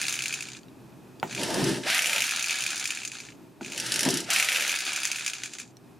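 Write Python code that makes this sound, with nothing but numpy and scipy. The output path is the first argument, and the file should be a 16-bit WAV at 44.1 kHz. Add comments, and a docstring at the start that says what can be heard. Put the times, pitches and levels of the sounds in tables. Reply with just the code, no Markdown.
"""Pull-back toy on a wooden table

A plastic toy is set down, dragged so that its wheels wind the gears, and lifted, twice over. The gear
train whirs, rattles loosely in its shell and runs down, with a zip of meshing teeth at each lift;
the wheels rumble through the table top. The scene opens on a run already dying away.
A quiet room hums around a close stereo microphone."""
import sys
import numpy as np
from scipy import signal
from scipy.fft import rfft, irfft, next_fast_len
from scipy.io import wavfile
from scipy.ndimage import uniform_filter1d, map_coordinates

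SR = 44100
rng = np.random.default_rng(int(sys.argv[2]) if len(sys.argv) > 2 else 0)


def put_to_file(sound):
    """Save the sound as 16-bit audio at rate SR, in the file named by the first command-line argument."""
    columns = np.atleast_2d(sound).T  # one column per channel
    safe = np.clip(columns, -1, 1)
    whole_steps = np.round(safe * 32767)
    wavfile.write(sys.argv[1], SR, whole_steps.astype(np.int16))


N = 264419
T = np.arange(N) / SR


def gears():
    """Tooth noise, a purr of ticks and loud clacks shake the shell; the tone follows load and speed."""
    # whirr level, one curve per run or drag: time_s, level_db
    whirr_curves = [
        [(0.0, -36.5), (0.292, -42.5), (0.572, -52), (0.66, -92.5)],
        [(1.24, -66.5), (1.31, -46.5), (1.484, -39), (1.65, -37), (1.76, -38.5), (1.83, -53)],
        [(1.831, -40.5), (1.9, -27), (1.96, -28), (2.055, -34), (2.727, -38), (3.02, -44.5), (3.1, -54),
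         (3.15, -47), (3.289, -55.5), (3.325, -62), (3.37, -81)],
        [(3.612, -54), (3.66, -48), (3.838, -38), (4.18, -34), (4.26, -52)],
        [(4.261, -48), (4.298, -38.5), (4.308, -28.5), (4.519, -33.5), (5.07, -39), (5.1, -40.5), (5.2, -40.5),
         (5.42, -48.5), (5.46, -46), (5.51, -57.5), (5.55, -47.5), (5.58, -59), (5.605, -45.5), (5.66, -66),
         (5.72, -74)],
    ]
    # loudest clacks of the loose gears: start_s, body_db, treble_over_body_db
    clacks = [(0.0147, -4.5, 4.5), (0.0288, -8, 3), (0.0524, -11, 2), (0.066, -13, 9), (0.0821, -1, 1),
              (0.094, -11.5, 9.5), (0.107, -12, 5), (0.1253, -8.5, 8), (0.14, -8, 3), (0.154, -10, 4.5),
              (0.176, -12, -2), (0.19, -5.5, 0), (0.2063, -10, 0), (0.2211, -7, 4.5), (0.238, -9, 4),
              (0.2575, -2.5, -0.5), (0.281, -15, 11.5), (0.3064, -9, -5), (0.3257, -6.5, 1),
              (0.3392, -5, 3), (0.4066, -12, 3), (0.4239, -11.5, 4), (0.486, -16, 1.5), (0.5491, -17, -16),
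              (1.3268, -10, -4), (1.3483, -7.5, 1.5), (1.377, -8, -13), (1.4131, -10, 0),
              (1.4324, -5.5, 4.5), (1.5032, -14, 4), (1.542, -16.5, 12.5), (1.641, -7.5, 4.5),
              (1.691, -21, 14), (1.9006, 1.5, -4), (1.9457, -2, 1.5), (1.98, -1.5, -0.5), (1.992, 3, -7),
              (2.0211, -0.5, -0.5), (2.0436, 0, -6), (2.0583, -0.5, -1.5), (2.0697, 0.5, -2),
              (2.0955, -1, -4), (2.1314, -1.5, -1.5), (2.1607, -2.5, -3), (2.1816, -1.5, -2.5),
              (2.205, -2, -1), (2.2205, -1.5, -0.5), (2.24, -6, 1), (2.2665, -11, 6), (2.2921, -8, 1),
              (2.309, -3.5, 1), (2.3609, -7.5, 6.5), (2.394, -5, 2.5), (2.4258, -8.5, 7.5),
              (2.442, -5.5, 2), (2.4598, -8, 4), (2.4829, -9, 6), (2.4954, -2, -6), (2.5076, -0.5, 0),
              (2.5276, -5, -0.5), (2.5557, -8.5, 4), (2.5864, -9.5, 5), (2.6062, -5, 1.5),
              (2.6215, -6.5, 4), (2.6377, -6, 3), (2.6639, -3.5, 3), (2.7044, -8, 5), (2.7574, -15.5, 11.5),
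              (2.7776, -14, 8), (2.7968, -11.5, 9.5), (2.841, -7, 2.5), (2.8551, -3.5, 1),
              (2.8748, -11.5, 8.5), (2.9049, -2, 0.5), (2.9488, -15.5, 7), (2.9726, -10, -1.5),
              (3.0328, -12, -1), (3.05, -9, 4), (3.0754, -15, 7.5), (3.1171, -14.5, 3), (3.202, -17.5, 5),
              (3.287, -18, -20), (3.3216, -26, -18.5), (3.6468, -14.5, -1), (3.661, -14, 0.5),
              (3.6996, -19, 3), (3.7199, -14.5, 5), (3.746, -20, 6), (3.7771, -7, 2), (3.799, -8, 6),
              (3.862, -12, 6.5), (3.9199, -1.5, 3.5), (3.94, -7, 6.5), (3.959, -3, 3), (3.992, -2, 4),
              (4.007, -7, 9), (4.0307, 0, 2.5), (4.051, -5.5, 5), (4.0874, -2.5, 3), (4.1035, -17, 19),
              (4.14, -20.5, 19), (4.1717, -12, 12), (4.2035, -17.5, 12.5), (4.303, -2, 5.5),
              (4.333, -4.5, 8), (4.3615, -0.5, 1), (4.3846, -1.5, 1), (4.3989, 4.5, -3.5), (4.426, 2.5, -4),
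              (4.4462, -3, -1), (4.487, 5, -10.5), (4.4972, -2, -5), (4.5194, 0.5, -7), (4.5263, -5, 1.5),
              (4.5466, -2, -5), (4.5558, -3, -6), (4.5606, 1, -11), (4.57, -6, 1), (4.5969, -2.5, -4.5),
              (4.6078, -1.5, -3.5), (4.623, -4.5, -1), (4.678, -7.5, 3), (4.694, -3.5, 0.5),
              (4.7168, -6, 2.5), (4.752, -4, -2), (4.7596, -6, 3), (4.7877, -4.5, 2), (4.805, -6.5, 3.5),
              (4.851, -12.5, 7.5), (4.932, -5, 1.5), (4.9609, -5, 4.5), (5.0018, -8, 3), (5.032, -4.5, 3.5),
              (5.0467, -6, 0), (5.0522, 0.5, 1.5), (5.0723, -7, 4.5), (5.1152, -4, 4), (5.159, -9.5, 4.5),
              (5.171, -12, 2), (5.185, -8.5, -2), (5.195, -14, 5), (5.2467, -11, 2.5), (5.263, -1.5, 1),
              (5.2781, -4, 3.5), (5.298, -10, 3.5), (5.334, -4, -2.5), (5.435, -6, 0), (5.4578, -17, 8),
              (5.535, -16.5, 5), (5.585, -13.5, 2.5), (5.5988, -16, 7.5)]
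    # wheels pressed on the table: start_s, lift_s
    drags = [(1.4, 1.83), (3.77, 4.25)]
    # mode of the wall that the clacks strike: pitch_hz, width_hz, gain_db
    struck_wall = [(2520, 1100, 3)]
    (whirr_db,), gate = curves(whirr_curves)
    speed_db = whirr_db + 38  # 0 at a middle speed
    pressed = uniform_filter1d(sum(((T > start) & (T < lift)) * 1.0 for start, lift in drags), size=1200)
    racing = (1 - pressed) * sum((T > lift) * np.clip(2 - (T - lift) / 0.26, 0, 1) for _, lift in drags)
    loose = np.clip(0.33 - 0.28 * pressed - 0.26 * racing, 0, 1)  # loaded gears have no play to tick
    dulled = sum((T > lift) * np.exp(-np.abs(T - lift) / 0.089) for _, lift in drags)
    bright_db = 0.5 - 0.24 * speed_db - 5.5 * dulled
    fizz_db = -7.5 + 0.05 * speed_db - pressed - 14.5 * dulled
    # faster gears part sooner; loaded gears grind rather than snap
    contact = amp(-0.6 * np.clip(speed_db, -4, 10)) * (1 + 1.3 * pressed)

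    clack_s, body_db, treble_db = np.transpose(clacks)
    purr = gear_purr(speed_db, contact, clack_s)
    teeth = amp(1.5 * wobble(40) + 0.8 * wobble(9)) * rng.standard_normal(N)
    whirr = gate * amp(whirr_db) * (np.sqrt(1 - loose) * teeth + np.sqrt(loose) * purr)

    t60_s = 0.008 * np.interp(clack_s, T, contact)
    free = 1 - np.interp(clack_s, T, pressed)
    clack_body = blows(clack_s, amp(body_db), t60_s, snap=3 * free, buzz_db=-13.5)
    clack_treble = blows(clack_s, amp(body_db + treble_db), t60_s, snap=free, buzz_db=-5.5)
    body = filtered(clack_body, modes(struck_wall)) + whirr
    treble = clack_treble + amp(bright_db) * whirr
    fizz = amp(fizz_db) * (whirr + amp(2.5 - bright_db) * clack_treble)
    return shell(np.array([body, treble, fizz]), teeth, pressed, racing)


def gear_purr(speed_db, contact, clack_s):
    """A wobbling gear ticks against the shell once a turn, except on turns that carry a clack."""
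    max_ticks, top_turns_per_s, jitter_turns, spread_db = 470, 76, 0.2, 4
    timing, strength = rng.random((max_ticks, 2)).T
    turns = np.cumsum(top_turns_per_s * amp(0.2 * np.minimum(speed_db, 0))) / SR
    # bend the rotation so that each clack falls on a whole turn
    anchors = np.r_[0, np.interp(clack_s, T, turns), turns[-1]]
    whole_turns = np.r_[0, np.cumsum(np.maximum(np.round(np.diff(anchors)), 1))]
    turns = np.interp(turns, anchors, whole_turns)
    count = np.arange(max_ticks)
    tick_s = np.interp(count + jitter_turns * (timing - 0.5), turns, T)
    size = amp(spread_db * strength) * (count < whole_turns[-1]) * ~np.isin(count, whole_turns)
    ticks = blows(tick_s, size, 0.006 * np.interp(tick_s, T, contact), snap=1, buzz_db=-9.5)
    return unit(filtered(ticks, lambda hz: 1 / (1 + 1j * hz / 7000)))  # soft contact


def blows(start_s, size, t60_s, snap, buzz_db, buzz_t60_s=0.09):
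    """Short impacts: a sharp first contact, a dying chatter and a faint longer buzz."""
    t = np.arange(2400) / SR
    decay = amp(-60 * t / t60_s[:, None]) + amp(buzz_db - 60 * t / buzz_t60_s)
    chatter = rng.standard_normal((len(start_s), len(t))) * decay
    chatter *= 1 - np.exp(-t / 0.00024)
    chatter[:, 0] = snap * np.sign(chatter[:, 1])
    chatter /= np.linalg.norm(chatter, axis=1)[:, None]
    samples = np.round(start_s * SR).astype(int)[:, None] + np.arange(len(t))
    return np.bincount(samples.ravel(), (chatter * size[:, None]).ravel(), N + SR)[:N]


def shell(drive, teeth, pressed, racing):
    """The plastic shell rings in three crossfaded colours: coasting, pressed down and racing."""
    # shell colour in the air, on the table and driven hard: frequency_hz, gain_db
    coasting_eq = [(300, -11.5), (494, -19), (656, -6.5), (856, -9.5), (1100, -9.5), (1410, 1),
                   (1930, -4.5), (2480, -0.5), (3130, -7.5), (6960, -14), (7950, -9.5), (9550, -20),
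                   (16000, -40.5)]
    pressed_eq = [(590, -53), (1000, -27), (1200, -1.5), (1670, 9), (2410, 0), (2620, 5.5), (3580, 3),
                  (5760, -4.5), (7790, -5.5), (9600, -8), (16000, -41)]
    racing_eq = [(400, -53), (655, -7), (893, -15.5), (1180, -15), (1270, -6), (2470, -3.5), (3580, -7.5),
                 (9470, -12), (12900, -22.5), (16000, -40.5)]
    # shell modes that stand out in each state: pitch_hz, width_hz, boost_db
    coasting_rings = [(1685, 88, 7), (2434, 500, 5.5), (3540, 1300, 7), (4500, 1400, 6), (6440, 930, 11),
                      (7150, 500, 10.5), (9430, 1100, 9)]
    pressed_ring = (5600, 340, 3.5)
    racing_rings = [(2600, 260, 1.5), (5820, 346, 3.5), (7270, 2100, 7), (9030, 560, 2)]
    # body, treble and fizz bands: low_hz, high_hz
    bands = [(200, 5000), (5000, 10500), (10500, 20000)]
    out = 0
    for share, eq, rings in ((1 - pressed - racing, coasting_eq, coasting_rings),
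                             (pressed, pressed_eq, [pressed_ring]),
                             (racing, racing_eq, racing_rings)):
        faded = np.sqrt(np.abs(share)) * drive
        *layers, steady = filtered(np.vstack([faded, teeth]), colour(eq, rings))
        for layer, band in zip(layers, bands):
            bandpass = signal.butter(3, band, "band", fs=SR, output="sos")
            band_rms = np.std(signal.sosfilt(bandpass, steady))  # steady tooth noise levels the bands
            out = out + signal.sosfilt(bandpass, layer) / band_rms
    return out


def gear_mesh():
    """Teeth strike at a rate that climbs, then sags: a rough zip through the shell and a faint whine."""
    # the wound train lets go: start_s, level_db
    releases = [(1.843, -28.5), (4.266, -34)]
    # what the shell lets out of the zip: frequency_hz, gain_db
    zip_eq = [(400, -10), (650, 0), (1000, -13), (1400, -3), (2400, -1), (3800, -6), (6000, -20)]
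    # overtones that stay on as the train slows: tooth_rate_multiple, level_db
    overtones = [(2.5, -11), (3, -8), (4, -12)]
    aim_hz, spinup_s, coast_s = 3700, 0.12, 0.8
    zip_rise_s, zip_end_s, whine_from_s, whine_end_s = 0.022, 0.3, 0.12, 0.6
    zips = whines = 0
    for start_s, db in releases:
        age = np.maximum(T - start_s, 0)
        tooth_hz = aim_hz * (1 - np.exp(-age / spinup_s)) * np.exp(-age / coast_s)
        phase = 2 * np.pi * np.cumsum(tooth_hz * (1 + 0.012 * wobble(250))) / SR
        tone = np.sin(phase) + 0.7 * np.sin(2 * phase) + 0.3 * np.sin(3 * phase)
        swell = np.clip(age / zip_rise_s, 0, 1) ** 2 * np.sqrt(np.clip(1 - age / zip_end_s, 0, 1))
        zips = zips + swell * amp(db + 1.5 * wobble(70)) * tone
        phase = 2 * np.pi * np.cumsum(tooth_hz * (1 + 0.005 * wobble(200))) / SR
        whine = sum(amp(db + level + 3 * wobble(40)) * np.sin(k * phase) for k, level in overtones)
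        linger = np.clip(age / whine_from_s - 1, 0, 1) * np.clip(1 - age / whine_end_s, 0, 1)
        whines = whines + linger * whine
    return filtered(zips, colour(zip_eq)) + whines


def wheels():
    """Uneven tread bumps and rolling noise drive the table top."""
    # rumble, one curve per drag: time_s, level_db, upper_over_low_db
    roll_curves = [
        [(1.24, -41, -4), (1.342, -66, -11), (1.39, -35.5, -3), (1.544, -37, 1), (1.696, -25, -12),
         (1.9, -53, -2), (2.03, -65.5, 17.5), (2.17, -53, 11), (2.3, -82, 10)],
        [(3.615, -29.5, -5), (3.631, -49, -21), (3.749, -53, 2.5), (4.019, -49.5, 2.5), (4.063, -24.5, -6),
         (4.181, -35, -17), (4.347, -82.5, 28.5), (4.657, -49.5, 5), (4.8, -88, 22)],
    ]
    # low and upper modes of the table top: pitch_hz, width_hz, gain_db
    low_modes = [(150, 30, -4), (194, 20, -1), (261, 22, -1), (300, 20, -1), (335, 22, 0), (395, 24, 1)]
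    upper_modes = [(489, 62, 0.5), (620, 130, -1), (703.3, 15, 4.5), (874, 56, -0.5)]
    bumps_per_s = 66
    (db, upper_db), gate = curves(roll_curves)
    tread = np.cumsum(bumps_per_s * (1 + 0.041 * wobble(30))) / SR
    bumps = np.diff(np.floor(tread), prepend=0) * amp(4.4 * wobble(60))
    drive = unit(bumps) + 1.52 * amp(1.87 * wobble(60)) * rng.standard_normal(N)
    low = unit(filtered(drive, modes(low_modes)))
    upper = unit(filtered(drive, modes(upper_modes)))
    return gate * amp(db) * (low + amp(upper_db) * upper)


def knocks():
    """Setting the toy down rings toy and table together, with a dull burst of contact noise."""
    # touchdowns: start_s, gain_db, low_thud_db
    touchdowns = [(1.229, -0.5, -6), (1.23, -15, 31.5), (3.61, -14.5, 0)]
    # modes of toy and table: pitch_hz, level_db, t60_s
    knock_modes = [(188, -25.5, 0.042), (370, -29, 0.017), (764, 1, 0.012), (860, -4, 0.035),
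                   (1445, 0, 0.02), (2130, 13.5, 0.0018)]
    out, t = np.zeros(N + SR), np.arange(SR // 4) / SR
    for start_s, db, thud_db in touchdowns:
        knock = 0.3 * amp(-60 * t / 0.15) * uniform_filter1d(rng.standard_normal(len(t)), size=9)
        for hz, level_db, t60_s in knock_modes:
            mode_db = level_db + thud_db * (hz < 500) + 1.5 * rng.normal()
            knock += amp(mode_db - 60 * t / t60_s) * np.sin(2 * np.pi * hz * t)
        attack = 1 - np.exp(-t / 0.00048)
        out[round(start_s * SR):][:len(t)] += amp(db - 15.5) * knock * attack
    return out[:N]


def joint_ticks(t60_s=0.011):
    """Plastic joints tick: short, slightly noisy pings of three inharmonic partials."""
    # ticks of the joints: start_s, gain_db, pitch_hz
    ticks = [(0.633, -36, 4520), (0.684, -38, 3830), (1.199, -27, 4700), (5.7692, -32, 5670)]
    out, t = np.zeros(N + SR), np.arange(SR // 4) / SR
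    for start_s, db, hz in ticks:
        phase = 2 * np.pi * hz * t
        ping = np.sin(phase) + 0.33 * np.sin(1.44 * phase) + 0.62 * np.sin(0.74 * phase)
        ping += 0.14 * rng.standard_normal(len(t))
        out[round(start_s * SR):][:len(t)] += amp(db - 8.5 - 60 * t / t60_s) * ping
    return out[:N]


def room_echo(source):
    """A short room tail of decaying noise, a different one at each capsule."""
    # room decay: frequency_hz, t60_s, level_db
    decay = [(100, 0.45, 20), (412, 0.15, 21.5), (2020, 0.064, 11.5), (5340, 0.025, 14), (8900, 0.068, 16),
             (11800, 0.044, -77)]
    hz, t, spectra = signal.stft(rng.standard_normal((2, SR // 3)), SR, nperseg=256)
    alike = 1 / (1 + (hz[:, None] / 500) ** 2)  # long waves reach both capsules alike
    spectra[1] = alike * spectra[0] + np.sqrt(1 - alike ** 2) * spectra[1]
    band_hz, band_t60_s, band_db = np.transpose(decay)
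    t60_s = along(np.c_[band_hz, band_t60_s], hz)[:, None]
    db = along(np.c_[band_hz, band_db], hz)[:, None]
    tail = signal.istft(spectra * amp(db - 60 * t / t60_s) / np.sqrt(t60_s), SR, nperseg=256)[1]
    delayed = np.pad(source, (150, 0))[None]
    return signal.fftconvolve(delayed, tail / np.linalg.norm(tail[0]), axes=1)[:, :N]


def room_tone():
    """Low background rumble, hiss and hum."""
    # swells with the table's rumble during drags, dips while the gears run loud: time_s, level_db
    level_curve = [(0.0, -51.5), (1.25, -49), (1.62, -31.5), (1.89, -51), (2.3, -56), (3.71, -50),
                   (3.99, -43), (4.66, -57.5), (6.0, -52)]
    # noise colour and its top roll-off: frequency_hz, level_db
    noise_eq = [(25, -43), (44, -23.5), (85, -17), (115, -16.5), (154, -9.5), (300, -7.5), (391, -11),
                (498, -21), (849, -20.5), (1200, -26), (1840, -31.5), (2540, -36.5), (3690, -36.5),
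                (14800, -43.5)]
    roll_off = [(15600, -75)]
    # fuzzy hum tones: pitch_hz, width_hz, level_over_noise_db
    hum_tones = [(124.9, 6.5, -8), (2510, 180, -20.5)]
    # stereo image: frequency_hz, left_right_correlation
    likeness = [(60, 0.088), (180, 0.63), (550, 0.81), (1650, 0.68), (4970, 0.86), (15000, 0.99)]

    def mid_side(hz):
        angle = np.arccos(np.clip(along(likeness, hz), -1, 1)) / 2
        return amp(along(noise_eq + roll_off, hz)) * [np.cos(angle), np.sin(angle)]

    mid, side = filtered(rng.standard_normal((2, N)), mid_side)
    hum = sum(amp(level_db) * unit(filtered(rng.standard_normal(N), modes([(hz, width, 0)])))
              for hz, width, level_db in hum_tones)
    (db,), _ = curves([level_curve])
    return amp(db + 0.8 * wobble(9)) * (unit(np.array([mid + side, mid - side])) + hum)


def amp(db):
    """Decibels to gain."""
    return 10 ** (np.asarray(db) / 20)


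def unit(x):
    """Scaled to rms 1."""
    return x / np.sqrt(np.mean(x ** 2) + 1e-20)


def along(points, hz):
    """Interpolate (frequency_hz, value) points on a log frequency axis."""
    point_hz, values = np.transpose(points)
    return np.interp(np.log(hz + 1), np.log(point_hz + 1), values)


def curves(tables):
    """Columns of joined tables per sample, and a soft gate that is open inside the tables."""
    time_s, *columns = np.transpose(np.vstack(tables))
    gate = sum(((T > rows[0][0]) & (T < rows[-1][0])) * 1.0 for rows in tables)
    return [np.interp(T, time_s, column) for column in columns], uniform_filter1d(gate, size=400)


def wobble(rate):
    """A smooth random curve, rate knots a second."""
    return map_coordinates(rng.standard_normal(int(N * rate / SR) + 4), [T * rate])


def filtered(x, response):
    """x through a frequency response."""
    size = next_fast_len(N + SR // 2)
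    return irfft(rfft(x, size) * response(np.fft.rfftfreq(size, 1 / SR)), size)[..., :N]


def colour(eq, rings=()):
    """Minimum-phase response of an EQ curve plus resonant peaks: it rings only after a blow."""
    def response(hz):
        peaks_db = sum(db / (1 + (2 * (hz - centre) / width) ** 2) for centre, width, db in rings)
        cepstrum = irfft(np.log(np.maximum(amp(along(eq, hz) + peaks_db), 1e-4)))
        half = len(cepstrum) // 2
        cepstrum[1:half] *= 2
        cepstrum[half + 1:] = 0
        return np.exp(rfft(cepstrum))
    return response


def modes(table):
    """Response of resonances (pitch_hz, width_hz, gain_db) summed in alternating polarity."""
    return lambda hz: sum((-1) ** k * amp(db) * 1j * hz * width / (pitch**2 - hz**2 + 1j * hz * width)
                          for k, (pitch, width, db) in enumerate(table))


def scene():
    """The toy, close and centred, in its room; small things radiate no deep bass."""
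    toy = gears() + gear_mesh() + wheels() + knocks() + joint_ticks()
    toy = signal.sosfilt(signal.butter(3, 110, "high", fs=SR, output="sos"), toy)
    return toy + amp(-13.5) * room_echo(toy) + room_tone()


def record(dry):
    """A brick-wall low-pass at 16.5 kHz."""
    return filtered(dry, lambda hz: hz < 16500)


dry = scene()
out = record(dry)
put_to_file(out)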